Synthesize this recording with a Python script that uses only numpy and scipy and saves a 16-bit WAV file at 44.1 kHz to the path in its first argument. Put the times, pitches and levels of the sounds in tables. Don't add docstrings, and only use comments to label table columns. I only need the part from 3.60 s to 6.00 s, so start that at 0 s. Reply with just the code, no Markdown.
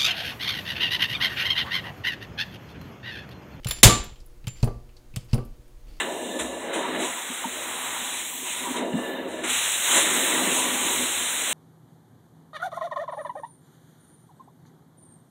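import sys
import numpy as np
from scipy import signal
from scipy.fft import rfft, irfft
from scipy.io import wavfile
from scipy.ndimage import uniform_filter1d

SR = 44100
rng = np.random.default_rng(int(sys.argv[2]) if len(sys.argv) > 2 else 0)


def natural_amplitude(level_db):
    exponent = np.asarray(level_db, float) / 20
    return 10 ** exponent


def generate_wav(signal):
    frames = np.transpose(np.atleast_2d(signal))
    scaled = np.clip(frames, -1, 1) * 32767
    pcm = np.round(scaled).astype(np.int16)
    wavfile.write(sys.argv[1], SR, pcm)


N = 105840

# pitch_hz, level_db
BOARDS = [(100, -13.5), (230, -0.5), (400, -0.5), (900, -6), (1300, -14), (2500, -24.5), (6000, -37.5)]
STRIKE_SPREAD_DB = 1.5


def evened(x):
    return x / np.sqrt(np.mean(x ** 2) + 1e-20)


def read(points, hz):
    f, value = np.transpose(points)
    return np.interp(np.log(hz + 1), np.log(f + 1), value)


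def add(mix, start_s, sound):
    part = mix[round(start_s * SR):][:len(sound)]
    part += sound[:len(part)]


def ring(modes, spread_db=0, tilt_db=0, seconds=.7):
    t = np.arange(round(seconds * SR)) / SR
    out = np.zeros(len(t))
    for hz, db, t60 in modes:
        level_db = db + tilt_db * (hz > 8000) + spread_db * rng.standard_normal()
        out += natural_amplitude(level_db - 60 * t / t60) * np.sin(2 * np.pi * hz * t)
    return out


def coloured(points, size):
    spectrum = rfft(rng.standard_normal(size))
    gain = natural_amplitude(read(points, np.fft.rfftfreq(size, 1 / SR)))
    return evened(irfft(spectrum * gain, size))


def flutter(size, smooth):
    return evened(uniform_filter1d(rng.standard_normal(size), smooth))


def dying(x, t60s):
    hz, t, z = signal.stft(x, SR, nperseg=256)
    decay = natural_amplitude(-60 * t / read(t60s, hz)[:, None])
    return signal.istft(z * decay, SR, nperseg=256)[1][:len(x)]


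def blow(length_s):
    push = np.hanning(max(round(length_s * SR), 4))
    return push / push.sum()


def garage():
    # pitch_hz, level_db
    air_colour = [(88, -51), (150, -16), (360, -1), (390, -15), (473, -7.5), (685, -17), (866, -14.5),
                  (1680, -20), (15800, -29.5)]
    air_db = -61.5
    # pitch_hz, level_db
    hum_tones = [(120, -59.5), (240, -71), (360, -67.5), (480, -68.5), (600, -72.5), (720, -77.5),
                 (6600, -81)]
    rumble_db, rumble_hz, lump_db = -46, 33, 2.5
    t = np.arange(N) / SR
    air = natural_amplitude(air_db) * coloured([(80, -30.0)] + list(air_colour), N)
    hum = np.zeros(N)
    for hz, db in hum_tones:
        hum += natural_amplitude(db + 0.5) * np.sin(2 * np.pi * (hz * t + rng.random()))
    lumps = evened(uniform_filter1d(flutter(N, 3000), 3000))
    rumble = coloured([(5, -8), (15, 0), (rumble_hz, 0), (50, -8), (80, -26), (150, -30), (300, -60)], N)
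    return air + hum + rumble * natural_amplitude(rumble_db + lump_db * lumps)


def room(x):
    # pitch_hz, t60_s
    room_t60 = [(300, 0.4), (2000, 0.42), (6000, 0.38), (15000, 0.15)]
    taps = np.zeros(SR // 2)
    at = np.arange(200, len(taps) - 20, 20)
    taps[at + rng.integers(0, 20, len(at))] = rng.choice([-1., 1.], len(at))
    tail = dying(taps, room_t60)
    return signal.fftconvolve(x, tail / np.linalg.norm(tail))[:N]


def rubs():
    starts = [.95, 1.68, 1.575, 2.24, .065, .885]
    lengths = [.09, .065, .07, .22, .17, .07]
    # level_db, broad_part_db
    strengths = [(-58, -11.5), (-59, -14), (-66, 2.5), (-66, 5.5), (-50.5, -3.5), (-69, 4)]
    # pitch_hz, width_hz, level_db
    valve = [(2640, 700, -6), (3400, 800, -8), (4600, 600, -2)]
    out = np.zeros(N)
    for start_s, length_s, (db, broad_db) in zip(starts, lengths, strengths):
        size = round(length_s * SR)
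        grit = coloured([(300, 16), (1500, -6.5), (5000, -13), (15000, -9.0)], size)
        grit *= natural_amplitude(2.2 * flutter(size, 150))
        tuned = np.zeros(size)
        for hz, width_hz, valve_db in valve:
            tuned += natural_amplitude(valve_db) * evened(signal.lfilter(*signal.iirpeak(hz, hz / width_hz, SR), grit))
        add(out, start_s, natural_amplitude(db) * signal.windows.tukey(size, .5) * (tuned + natural_amplitude(broad_db) * grit))
    return out


def keys():
    # start_s, level_db, treble_tilt_db, scrape_db, damping_factor
    jingles = [(.0692, -32, -1, 2, 1), (.0857, -41, 21, 10, 1.8), (.096, -42, 12, 4, 1.6),
               (.1092, -25, 3, 2, 1), (.129, -43, 8, 4, 1), (.233, -9, -3, -40, .75),
               (.880, -37, -16, -13, 1), (.936, -66, 15, -10, 1.6), (.6609, -69, 21, -14, 1.1),
               (1.043, -66, 18, 20, 2), (1.059, -63, 18, 8, 2), (1.744, -64, 19, 16, 1.8),
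               (1.785, -72, 17, -2, 2)]
    # pitch_hz, level_db, t60_s
    brass = [(7170, -10, .2), (7245, -6, .3), (7210, -1, .035), (10010, -17, .15), (10090, -11, .13),
             (10050, -2, .025), (11750, -12, .06), (12600, -12, .04), (15090, -12, .06), (15350, -13, .06)]
    swell_s = .001
    scrape_colour = [(800, -2), (2800, 5.5), (5000, 3), (6500, -10), (8500, -12.5), (10500, -3.5),
                     (15000, -6.5)]
    out, t = np.zeros(N), np.arange(round(.4 * SR)) / SR
    for start_s, db, tilt_db, scrape_db, damping in jingles:
        scrape = coloured(scrape_colour, len(t)) * natural_amplitude(scrape_db - 60 * t / .06)
        scrape *= np.minimum(t / 0.0011, 1)
        damped = [(hz, level_db, t60 / damping) for hz, level_db, t60 in brass]
        tones = ring(damped, spread_db=STRIKE_SPREAD_DB, tilt_db=tilt_db, seconds=.4)
        add(out, start_s, natural_amplitude(db) * (scrape + (1 - np.exp(-t / swell_s)) * tones))
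    return out


def tube():
    # start_s, level_db
    bounces = [
        (.29, -15.5),
        (1.078, -42),
        (1.781, -43),
    ]
    # pitch_hz, level_db, t60_s
    tube_modes = [(1168, 1, .27), (1195, -10, .14), (1286, -9, .16)]
    rise_s = .01
    out, t = np.zeros(N), np.arange(SR // 2) / SR
    for start_s, db in bounces:
        add(out, start_s, natural_amplitude(db) * (1 - np.exp(-t / rise_s)) * ring(tube_modes, seconds=.5))
    return out


def clicks():
    # start_s, level_db, pitch_hz,
    # bright_crack_db, clean_ring_db
    small_clicks = [(0.046, -32, 3010, 3, -4), (0.8423, -49, 2570, -11, -10), (0.87, -31.5, 3110, 1, -2),
                    (.880, -35.5, 2600, 4, -12), (1.0281, -30.5, 4700, -6, -27), (1.5613, -33, 8200, 5, -28),
                    (1.563, -38.5, 3170, -7, -15), (1.7311, -31, 4980, -6, -30), (0.44, -43.5, 12300, 7.5, -21.5),
                    (0.956, -53, 2300, -8, -20), (1.042, -35, 9770, -10, -10.5), (1.7435, -36, 10200, -1, -1),
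                    (.1092, -24.5, 3400, -6, -19), (0.069, -31, 2900, -16, -12),
                    (1.3668, -48.5, 4600, -10, -40), (1.645, -57, 11700, -14, -2), (1.851, -52, 11700, -8, -2),
             (.661, -60, 12450, -14, 8), (.6025, -50, 5000, -12, -40), (1.292, -58, 2800, -8, -40),
             (2.08, -62, 9000, 0, -40), (1.61, -58, 5200, -6, -6), (1.5394, -51, 2600, -6, -20),
             (1.0755, -35, 750, -40, -2), (1.7785, -39, 750, -40, -2), (1.079, -45, 2030, -22, -10),
             (1.779, -45, 2010, -22, -10), (.0335, -48, 2800, -12, -12), (.558, -53, 3100, -6, -30),
             (1.031, -36, 2620, -30, 4), (1.734, -36, 2650, -30, 4), (1.564, -38, 3100, -30, 4)]
    # pitch_hz, level_db
    snap_colour = [(300, -8.5), (1500, 1), (3500, -2.5), (8000, -1.5), (15000, -7.5)]
    snap_t60, cluster_t60, clean_t60 = 0.025, 0.061, .02
    width = .22
    size = 4096
    out, t = np.zeros(N), np.arange(size) / SR
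    for start_s, db, hz, bright_db, clean_db in small_clicks:
        snap = coloured(snap_colour, size) * natural_amplitude(bright_db - 3.5 - 60 * t / snap_t60)
        cluster_colour = [(hz * (1 - 2 * width), -18), (hz * (1 - width), -8), (hz, 0),
                          (hz * (1 + width), -10), (hz * 1.8, -14), (hz * 2.7, -34)]
        cluster = coloured(cluster_colour, size) * natural_amplitude(-3.0 - 60 * t / cluster_t60)
        clean = np.sin(2 * np.pi * hz * t) * natural_amplitude(clean_db - 60 * t / clean_t60)
        add(out, start_s, natural_amplitude(db) * (snap + cluster + clean))
    return out


def bench():
    # start_s, level_db, blow_length_s, clatter_db
    thuds = [
        (0.252, 3.5, 0.0069, -21.5),
        (.272, -4, 0.0064, -13.5),
        (0.236, -13, 0.0029, -11),
        (0.29, -23, 0.0058, -4.5),
        (1.029, -6, 0.0045, -24.5),
        (1.074, -22, 0.00031, -13),
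        (1.7314, -7, 0.0043, -21),
        (1.7804, -21, 0.00057, -18.5),
    ]
    # start_s, level_db
    knocks = [
        (0.0584, -17),
        (.845, -34),
        (0.8736, -18.5),
        (1.54, -35),
        (1.569, -18),
    ]
    # start_s, level_db
    sways = [
        (0.084, -21.5),
        (.394, -16.5),
        (0.518, -28.5),
        (1.156, -23.5),
        (1.284, -34),
        (1.856, -29),
        (1.992, -33.5),
        (0.602, -36.5),
        (1.37, -39),
    ]
    # pitch_hz, level_db, t60_s
    thud_modes = [(26, 2, .2), (47, -3, .09), (116.8, -18, 0.13), (125.75, 0.5, 0.071), (222, -10, 0.16),
                  (391.3, -15, .15), (475.4, -18, .1)]
    # pitch_hz, level_db, t60_s
    knock_modes = [(39.4, -14.5, .2), (127, 1.5, 0.065), (176, -12, 0.1), (786, -2.5, .05)]
    # pitch_hz, level_db, t60_s
    sway_modes = [(33, 0.5, .15), (52, -2, 0.13), (115, -12.5, .08), (185, -14, .1)]
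    # pitch_hz, t60_s
    clatter_t60 = [(200, 0.33), (1000, 0.16), (4000, 0.053)]
    knock_blow_s, air_hz = 0.0043, 57
    out, t = np.zeros(N), np.arange(SR // 2) / SR
    for start_s, db, length_s, clatter_db in thuds:
        add(out, start_s, -natural_amplitude(db) * signal.oaconvolve(ring(thud_modes), blow(length_s)))
        clatter = np.minimum(t / .002, 1) * dying(coloured(BOARDS, len(t)), clatter_t60)
        add(out, start_s, natural_amplitude(db + clatter_db) * clatter)
    for start_s, db in knocks:
        knock = signal.oaconvolve(ring(knock_modes), blow(knock_blow_s))
        add(out, start_s - knock_blow_s / 2, -natural_amplitude(db) * knock)
        add(out, start_s, natural_amplitude(db - 23 - 60 * t / 0.054) * coloured(BOARDS, len(t)))
    for start_s, db in sways:
        add(out, start_s, -natural_amplitude(db) * signal.oaconvolve(ring(sway_modes), blow(0.0081)))
    return signal.lfilter(*signal.butter(2, air_hz, "high", fs=SR), out)


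def crack():
    # pitch_hz, level_db
    burst_colour = [(120, -29), (200, -0.5), (258, -10.5), (832, -10), (1550, -12), (3790, -6),
                    (5770, -12.5), (7060, -5.5), (15800, -20.5)]
    # pitch_hz, t60_s
    burst_t60 = [(300, .4), (1500, .4), (4000, .37), (6500, .34), (10000, .25), (15000, .21)]
    # pitch_hz, level_db, t60_s
    steel = [(2195, -12.5, 0.25), (3890, -10, .18), (4400, -11.5, 0.3), (5003, -12, .2), (6330, -8, 0.1),
             (6960, -3, 0.16), (7085, -6.5, 0.28), (7240, -6.5, 0.27), (8040, -7.5, .12), (8670, -4, 0.11),
             (9900, -7, .14), (10930, -2, .15), (13190, -14, .12), (15310, -19, .2)]
    start_s, level_db, hold_s = .2309, 2, 0.0092
    ring_db, blur_hz = -14, 80
    out, t = np.zeros(N), np.arange(SR) / SR
    burst = dying(coloured(burst_colour, SR), burst_t60)
    burst *= (1 + 3.5 * np.exp(-t / hold_s)) * natural_amplitude(0.9 * flutter(SR, 130))
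    crowd = [(hz + blur_hz * rng.uniform(-1, 1), db - 6, t60) for hz, db, t60 in steel * 5]
    ringing = natural_amplitude(ring_db) * ring(crowd, spread_db=STRIKE_SPREAD_DB, seconds=1.)
    add(out, start_s, natural_amplitude(level_db) * np.minimum(t / 0.00091, 1) * (0.34 * burst + ringing))
    return out


def scene():
    room_db, bench_room_db = -14, -12.5
    low = bench()
    small = clicks() + keys()
    echoes = room(natural_amplitude(room_db) * small + natural_amplitude(bench_room_db) * low)
    return (low + small + tube() + crack() + rubs() + garage() + echoes)[None]


def roll_off(x):
    return signal.sosfilt(signal.butter(12, 15930, fs=SR, output="sos"), x)


def record(dry):
    overloaded = np.clip(dry, -.92, .92)
    edge = signal.firwin(255, 15900, window=("kaiser", 8), fs=SR)[None]
    mix = np.clip(signal.oaconvolve(overloaded, edge, "same"), -1, 1)
    return roll_off(mix)


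dry = scene()
out = record(dry)
generate_wav(out)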